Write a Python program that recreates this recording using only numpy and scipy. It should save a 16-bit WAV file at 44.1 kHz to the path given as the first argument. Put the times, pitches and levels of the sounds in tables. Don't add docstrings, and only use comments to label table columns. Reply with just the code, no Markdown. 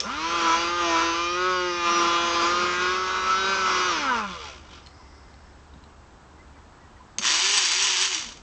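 import sys
import numpy as np
from scipy import signal
from scipy.fft import rfft, irfft, next_fast_len
from scipy.io import wavfile
from scipy.ndimage import uniform_filter1d

SR = 44100
rng = np.random.default_rng(int(sys.argv[2]) if len(sys.argv) > 2 else 0)


def field_ratio(decibels):
    return 10 ** (np.asarray(decibels, dtype=float) / 20)


def master_out(mix):
    frames = np.transpose(np.atleast_2d(mix))
    ceiling = np.clip(frames, -1, 1)
    pcm = np.round(ceiling * 32767).astype(np.int16)
    wavfile.write(sys.argv[1], SR, pcm)


N = 371630
T = np.arange(N) / SR
HZ = np.fft.rfftfreq(next_fast_len(N), 1 / SR)


def unit(x):
    return x / np.sqrt(np.mean(x ** 2) + 1e-20)


def shaped(x, gain):
    size = next_fast_len(N)
    return irfft(rfft(x, size) * gain, size)[..., :N]


def colour(points):
    f, db = np.transpose(points)
    return field_ratio(np.interp(np.log(HZ + 1), np.log(f), db))


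def resonances(modes):
    response = np.zeros(len(HZ), complex)
    for k, (f, width, db) in enumerate(modes):
        damping = 1j * HZ * width
        response += (-1) ** k * field_ratio(db) * damping / (f * f - HZ ** 2 + damping)
    return response


def band(lo_hz, hi_hz):
    return 1 / np.sqrt((1 + (lo_hz / (HZ + 1)) ** 12) * (1 + (HZ / hi_hz) ** 12))


def walk(rate):
    count = int(N / SR * rate) + 2
    return np.interp(T * rate, np.arange(count), rng.standard_normal(count)) * 1.2


def wander(db, rate, size=N):
    count = int(size / SR * rate) + 2
    return np.interp(T[:size] * rate, np.arange(count), field_ratio(db * rng.standard_normal(count)))


# f/Hz, level/dB per Hz
AIR_COLOUR = [(12, -53.5), (20, -19), (65, -10.5), (86, -14), (108, -21.5), (285, -16), (488, -20.5),
              (599, -21), (794, -17.5), (974, -16.5), (1710, -22), (1990, -27), (2640, -29.5), (8130, -34),
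              (9000, -79.5), (11700, -116), (19800, -120)]
# f/Hz, level/dB
WHISTLES = [(7838, -84), (7897, -84), (8102, -87), (8161, -89)]


def air():
    rattling = 1. * (T > 7.19) * (T < 8.2)
    duck = field_ratio(-7 * uniform_filter1d(rattling, size=SR // 20))
    noise, room = rng.standard_normal(N), colour(AIR_COLOUR)
    hiss = field_ratio(-51) * wander(0.89, 0.33) * unit(shaped(noise, room * band(100, 12000)))
    rumble = field_ratio(-59) * unit(shaped(noise, room * band(15, 140)))

    hum_hz, hum_width_hz = 72.8, 10.35
    hum_db = -54 - 8 * np.clip(T - 5.74, 0, 1.2)
    hum_turns = np.cumsum(hum_hz + hum_width_hz / 4 * walk(12)) / SR
    hum = field_ratio(hum_db) * wander(1, 3.5) * wander(1.1, 9) * np.sin(2 * np.pi * hum_turns)

    whistles = sum(np.sqrt(2) * field_ratio(db) * np.sin(2 * np.pi * f * T) for f, db in WHISTLES)
    return duck * (hiss + rumble) + hum + whistles


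# t/s, length/s, start f/Hz, end f/Hz, level/dB
SQUEAKS = [
    (4.988, 0.036, 1014, 990, -49),
    (5.757, 0.011, 199, 199, -40.5),
    (6.379, 0.054, 1940, 2130, -51),
    (6.53, .05, 2450, 2230, -62),
    (6.558, 0.036, 1940, 2050, -54),
    (6.763, 0.14, 2050, 1800, -58),
    (6.962, 0.018, 1940, 1900, -51),
    (6.998, 0.026, 1026, 970, -44),
    (7.185, 0.025, 205, 205, -37),
]


def squeaks():
    out = np.zeros(N)
    for s, length, start_hz, end_hz, db in SQUEAKS:
        n = int(length * SR)
        turns = np.cumsum(np.linspace(start_hz, end_hz, n)) / SR
        out[int(s * SR):][:n] += field_ratio(db) * np.hanning(n) * np.sin(2 * np.pi * turns)
    return out


# t/s, length/s, f/Hz, width/Hz, level/dB
RUBS = [
    (4.25, 0.36, 3350, 350, -46),
    (4.692, 0.17, 3170, 1100, -50.5),
    (4.75, 1, 5170, 900, -59.5),
    (4.8, 0.85, 2050, 150, -63.5),
]


def rubs():
    out = np.zeros(N)
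    for s, length, hz, width, db in RUBS:
        friction = rng.standard_normal(N) * wander(1.8, 60)
        rasp = unit(shaped(friction, resonances([(hz, width, 0)]) ** 2))
        swell = np.sin(np.pi * np.clip((T - s) / length, 0, 1) ** 0.43)
        out += field_ratio(db) * swell * rasp
    return out


# t/s, peak level/dB, ring f/Hz, second ring f/Hz, t60/s
TICKS = [(0.0024, -7, 3520, 5380, 0.012), (0.0084, -25.5, 3300, 6160, 0.054),
         (4.7122, -52, 2940, 3760, 0.018), (4.8622, -30.5, 3050, 4270, 0.01),
         (4.8694, -34.5, 3050, 4240, 0.015), (5.3399, -41, 2800, 4300, 0.012),
         (5.737, -48, 3800, 3800, 0.018), (5.838, -42.5, 2800, 4050, 0.019),
         (7.184, -3, 4420, 6350, 0.0095), (7.1901, -21, 4540, 4670, 0.018),
         (7.1931, -26, 4400, 5490, 0.017), (8.1462, -12, 3070, 5720, 0.018)]


def ticks():
    t = np.arange(4000) / SR
    out = np.zeros(N + len(t))
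    for s, peak_db, low_hz, high_hz, t60 in TICKS:
        shape = np.minimum(t / .0012, 1) ** 2 * 1000 ** (-t / t60)
        click = 1.1 * np.sin(2 * np.pi * low_hz * t)
        click += 2.3 * np.sin(2 * np.pi * high_hz * t)
        click += 2.16 * rng.standard_normal(len(t))
        out[int(s * SR):][:len(t)] += field_ratio(peak_db - 5) * shape * click
    return shaped(out[:N], band(1840, 7150))


# t/s, shaft rate f/Hz, whine level/dB, upper multiples level/dB
DRUM = [
    (7.18, 80, -49, -58),
    (7.3, 142.2, -58, -52.5),
    (7.44, 191.4, -49, -51),
    (7.56, 204.6, -40, -45.5),
    (7.7, 162.9, -63, -58),
    (7.85, 208.3, -50.5, -56),
    (7.97, 177.5, -52, -58),
    (8.07, 201.6, -48, -59),
    (8.4, 59.75, -60, -70),
]


def drum_whine(turns):
    s, _, whine_db, upper_db = np.transpose(DRUM)
    whine = field_ratio(np.interp(T, s, whine_db, -120, -120)) * wander(3, 30) * np.sin(4 * np.pi * turns)
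    upper = field_ratio(np.interp(T, s, upper_db, -120, -120))
    for k, db in ((3, -13), (4, 7), (5, -18.5), (6, 7), (7, -10.5), (8, 0)):
        whine += upper * field_ratio(db) * wander(0.7, 20) * np.sin(2 * np.pi * k * turns)
    return whine


# t/s, level/dB
RATTLE = [
    (7.19, -16.5),
    (7.202, -34.5),
    (7.264, -18),
    (7.348, -21.5),
    (7.97, -23),
    (8.092, -22),
    (8.146, -19.5),
    (8.304, -32.5),
    (8.427, -49),
]
# f/Hz, level/dB per Hz
RATTLE_COLOUR = [(350, -27), (600, -35.5), (988, -16.5), (1640, -19), (1800, -17), (2530, -9.5), (3070, -2),
                 (4260, -4.5), (4770, -0.5), (5170, -9), (5850, -3.5), (6630, -2.5), (7420, -11),
                 (8040, -11), (9000, -30.5), (11700, -52), (19800, -120)]
# f/Hz, width/Hz, level/dB
RATTLE_RINGS = [(2260, 470, -3), (3020, 260, -7.5), (3560, 130, -11), (5100, 510, -29), (5570, 220, 4),
                (6140, 350, -17.5)]
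# f/Hz, width/Hz, level/dB
PIN = [(7930, 540, 0)]


def drum():
    s, turns_hz, *_ = np.transpose(DRUM)
    turns = np.cumsum(np.interp(T, s, turns_hz) * (1 + .008 * walk(40))) / SR
    start_s, off_s = 7.205, 8.06
    knocks = np.diff(np.floor(turns), prepend=0) * (T > start_s) * (T < off_s) * wander(2.7, 300)

    halt_s, slowing_s, last_tooth = 8.407, .08, .2
    coasting = halt_s - slowing_s * np.sqrt(np.arange(19) + last_tooth)
    knocks[(coasting * SR).astype(int)] = field_ratio(-5 + 2.5 * rng.standard_normal(len(coasting)))

    burst = signal.lfilter([1], [1, -np.exp(-1 / (0.0061 * SR))], knocks)
    wear = rng.standard_normal(200)[(turns % 1 * 200).astype(int)]
    spikes = field_ratio(1.8 * np.minimum(rng.exponential(size=N), 6))
    teeth = (rng.standard_normal(N) + .45 * wear) * spikes

    ring = colour(RATTLE_COLOUR) * (1 + 0.79 * np.abs(resonances(RATTLE_RINGS)))
    chatter = (burst + .35) * teeth
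    high = unit(shaped(chatter, ring * band(1800, 9500)))
    low = unit(shaped(chatter, ring * band(300, 1800)))
    pin = unit(shaped(burst ** 3 * teeth, resonances(PIN) ** 2))
    low_db = -12.5 + 6 * np.exp(-np.maximum(T - start_s, 0) / 0.1)
    level_db = np.interp(T, *np.transpose(RATTLE), -120, -120)
    rattle = field_ratio(level_db - 6) * (high + field_ratio(low_db) * low + field_ratio(-20) * pin)
    return rattle + drum_whine(turns)


HOIST_STOPS_S, UNLOAD_S = 4.75, 4.25
ODD_FADE_HZ = (148, 165.5)
# t/s, shaft rate f/Hz,
# rotor shake level/dB, brush whine level/dB
HOIST = [(.35, 172, -6.5, -2.5), (.5, 163.2, -1, -2), (.6, 169.5, -4, -5.5), (.77, 175.1, -1, -4),
         (.97, 164.2, -0.5, -2.5), (1.05, 167, -2, -3), (1.14, 167.4, -6.5, -1.5), (1.28, 173.6, -2, -4),
         (1.479, 185, 5, 3), (1.82, 172, -3, -3), (2.42, 170.3, -4, -3), (2.62, 178.3, -1.5, -2.5),
         (2.75, 178.2, -6, -4), (3.0, 185.4, -3.5, -2), (3.299, 187, -7, -1.5), (3.52, 193, -3, 0),
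         (3.76, 183.4, -7.5, -3.5), (3.88, 182.1, -6.5, -3.5)]


def hoist_speed():
    s, turns_hz, *_ = np.transpose(HOIST)
    gap_hz, spin_up_s, coast_s = 142, .1, .62
    lag = gap_hz * np.maximum(np.exp(-T / spin_up_s) - np.exp(-s[0] / spin_up_s), 0)
    coast = np.exp(-np.maximum(T - s[-1], 0) / coast_s)
    speed = np.maximum(np.interp(T, s, turns_hz) - lag, 40) * coast
    return uniform_filter1d(speed, size=SR // 25) * (1 + 0.00227 * walk(40))


def odd_gain(speed):
    return field_ratio(np.interp(speed, ODD_FADE_HZ, (-10, 0)))


def slack():
    return -10.5 * np.clip((T - UNLOAD_S) / 0.02, 0, 1)


# multiple of its rate, level/dB
CLEAN_ORDERS = [(2, 3), (3, -4.5), (4, -2), (6, 1), (7, 3), (8, -0.5), (10, -4), (12, -1)]
# f/Hz, width/Hz, level/dB
PANELS = [(194, 85, -32.5), (350.7, 48, -30.5), (496.5, 105, -31.5), (680, 18.6, -32.5), (840, 120, -34.5),
          (996, 15.3, -21), (1026, 6, -25), (1100, 36, -26.5), (1190, 30, -27.5), (1208, 34, -20.5),
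          (1238, 38, -23.5), (1313, 21.6, -22), (1442, 30, -24), (1537, 31, -24)]


def clean_lines(speed, turn):
    s, _, shake_db, whine_db = np.transpose(HOIST)
    shake_db = np.interp(T, s, shake_db) + np.interp(speed, (80, 90.3), (-25, 0))
    whine_db = np.interp(T, s, whine_db)
    unsteady = np.interp(speed, ODD_FADE_HZ, (1, 0))
    odd, slack_db, panels = odd_gain(speed), slack(), np.abs(resonances(PANELS))
    clean = np.zeros(N)
    for k, db in CLEAN_ORDERS:
        line_db = db + (shake_db if k < 5 else whine_db) + slack_db * (k > 2)
        gain = np.interp(k * speed, HZ, panels) * field_ratio(line_db) * odd ** (k % 2)
        gain *= wander(2.65, 9) * wander(5.2, 22) ** (unsteady * (k > 2))
        clean += gain * np.sin(k * turn + k)
    return clean


# multiple of its rate, level/dB
HOIST_ORDERS = [(1, -3.5), (3, -7), (4, -3), (5, -5), (9, -3), (10, -5.5), (11, -1), (12, -4.5), (13, -6),
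                (14, -0.5)]


def shaft_lines(speed, turn):
    end = int(HOIST_STOPS_S * SR)
    speed, rotor = speed[:end], np.exp(1j * turn[:end])
    odd, orders, clean = odd_gain(speed), dict(HOIST_ORDERS), dict(CLEAN_ORDERS)
    lines, spin = np.zeros(N), 1
    for k in range(1, 64):
        spin = spin * rotor * np.exp(2j * np.pi * rng.uniform())
        gain = field_ratio(orders.get(k, -4 * (k % 2))) * wander(2.8 * (1 + k / 40), 5 + k / 5, size=end)
        gain *= np.minimum(speed / 165, 1) ** (max(k - 12, 0) / 4)
        if k > 8 or k not in clean:
            lines[:end] += gain * odd ** (k % 2) * spin.imag * (k * speed < 7000)
    return unit(lines)


# t/s, level/dB
HOUSING = [(0.03, -42), (0.09, -35), (0.52, -29), (0.75, -33), (0.95, -27.5), (1.28, -35), (1.82, -33.5),
           (1.87, -28.5), (2.47, -28), (2.79, -32), (2.82, -30), (3.03, -33.5), (3.55, -29), (4.1, -30.5),
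           (4.26, -36.5), (4.47, -37.5), (4.63, -53), (4.75, -47.5)]
# t/s, gear noise over the shaft lines level/dB
LOOSE = [(0, 2), (.25, -6), (.45, -1), (.62, -4), (.8, -8), (.9, -1), (1.15, -3), (1.28, -13), (1.82, -13),
         (1.9, 0), (2.55, -1), (2.8, -4), (3.1, 0), (3.85, -2), (3.95, -5), (4.25, -4), (4.55, 1),
         (4.75, 10)]
# f/Hz, width/Hz, level/dB
HOIST_MODES = [(189.4, 51, -26), (450, 240, -9), (690, 85, -6.5), (881, 260, -6), (1040, 48, 4.5),
               (1187, 51, 6), (1388, 78.5, 5), (1605, 136, -6.5), (1800, 230, -9.5), (2050, 264, -8.5),
               (2413, 234, -6.5), (2576, 74, -4.5), (2852, 168, -7), (3273, 330, -10), (3800, 490, -14),
               (4335, 246, -15.5), (4755, 110, -13.5), (5116, 210, -16), (5677, 163, -13),
               (6202, 210, -15.5), (7230, 900, -26)]
# f/Hz, width/Hz, level/dB
TOWER = [(205, 30, 0)]


def hoist():
    speed = hoist_speed()
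    turn = 2 * np.pi * np.cumsum(speed) / SR
    level_db = np.interp(T, *np.transpose(HOUSING)) - 150 * np.maximum(T - HOIST_STOPS_S, 0)
    lines = shaft_lines(speed, turn)
    gear = rng.standard_normal(N) * (1 + .5 * np.cos(turn)) * wander(1.6, 25.55)
    loose_db = np.interp(T, *np.transpose(LOOSE))
    take_up_db = -4.5 * np.clip((0.29 - T) / 0.022, 0, 1)
    body_db = 7 + 0.1 * loose_db + slack() + take_up_db

    # edges f/Hz, level/dB, reach of looseness, roughness/dB
    bands = [((60, 1850), body_db - 6, 1, 3),
             ((1850, 4200), -3, .5, 6),
             ((4200, 9000), -4.5 + .15 * loose_db, .3, 6.5)]
    modes, housing = resonances(HOIST_MODES), np.zeros(N)
    for edges, db, reach, rough_db in bands:
        share = field_ratio(reach * loose_db + rough_db)
        drive = (lines + share * gear) / np.sqrt(1 + share ** 2)
        housing += field_ratio(db) * unit(shaped(drive, modes * band(*edges)))
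    tower = field_ratio(body_db - 34) * wander(4.2, 4.2) * unit(shaped(gear, resonances(TOWER) ** 2))

    follow = field_ratio(0.79 * (level_db + 31.5))
    return field_ratio(level_db) * (housing + tower), follow * clean_lines(speed, turn)


def scene():
    housing, clean = hoist()
    crane = housing + drum() + ticks() + squeaks() + rubs()
    room_t60_s, room_db = .3, -9
    t = T[:SR // 2]
    echo = rng.standard_normal(len(t)) * 1000 ** (-t / room_t60_s) * (t > .004)
    wet = signal.fftconvolve(crane, echo / np.sqrt(np.sum(echo ** 2)))[:N]
    return (crane + clean + field_ratio(room_db) * wet + air())[None]


def roll_off(x):
    return signal.sosfilt(signal.butter(12, 9430, fs=SR, output="sos"), x)


def record(dry):
    rounded = .7 * np.tanh(dry / .7)
    response = colour([(20, 5.5), (8000, -4), (8600, -7.5), (9000, -18.0), (9400, -51)])
    return roll_off(shaped(rounded, response))


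dry = scene()
out = record(dry)
master_out(out)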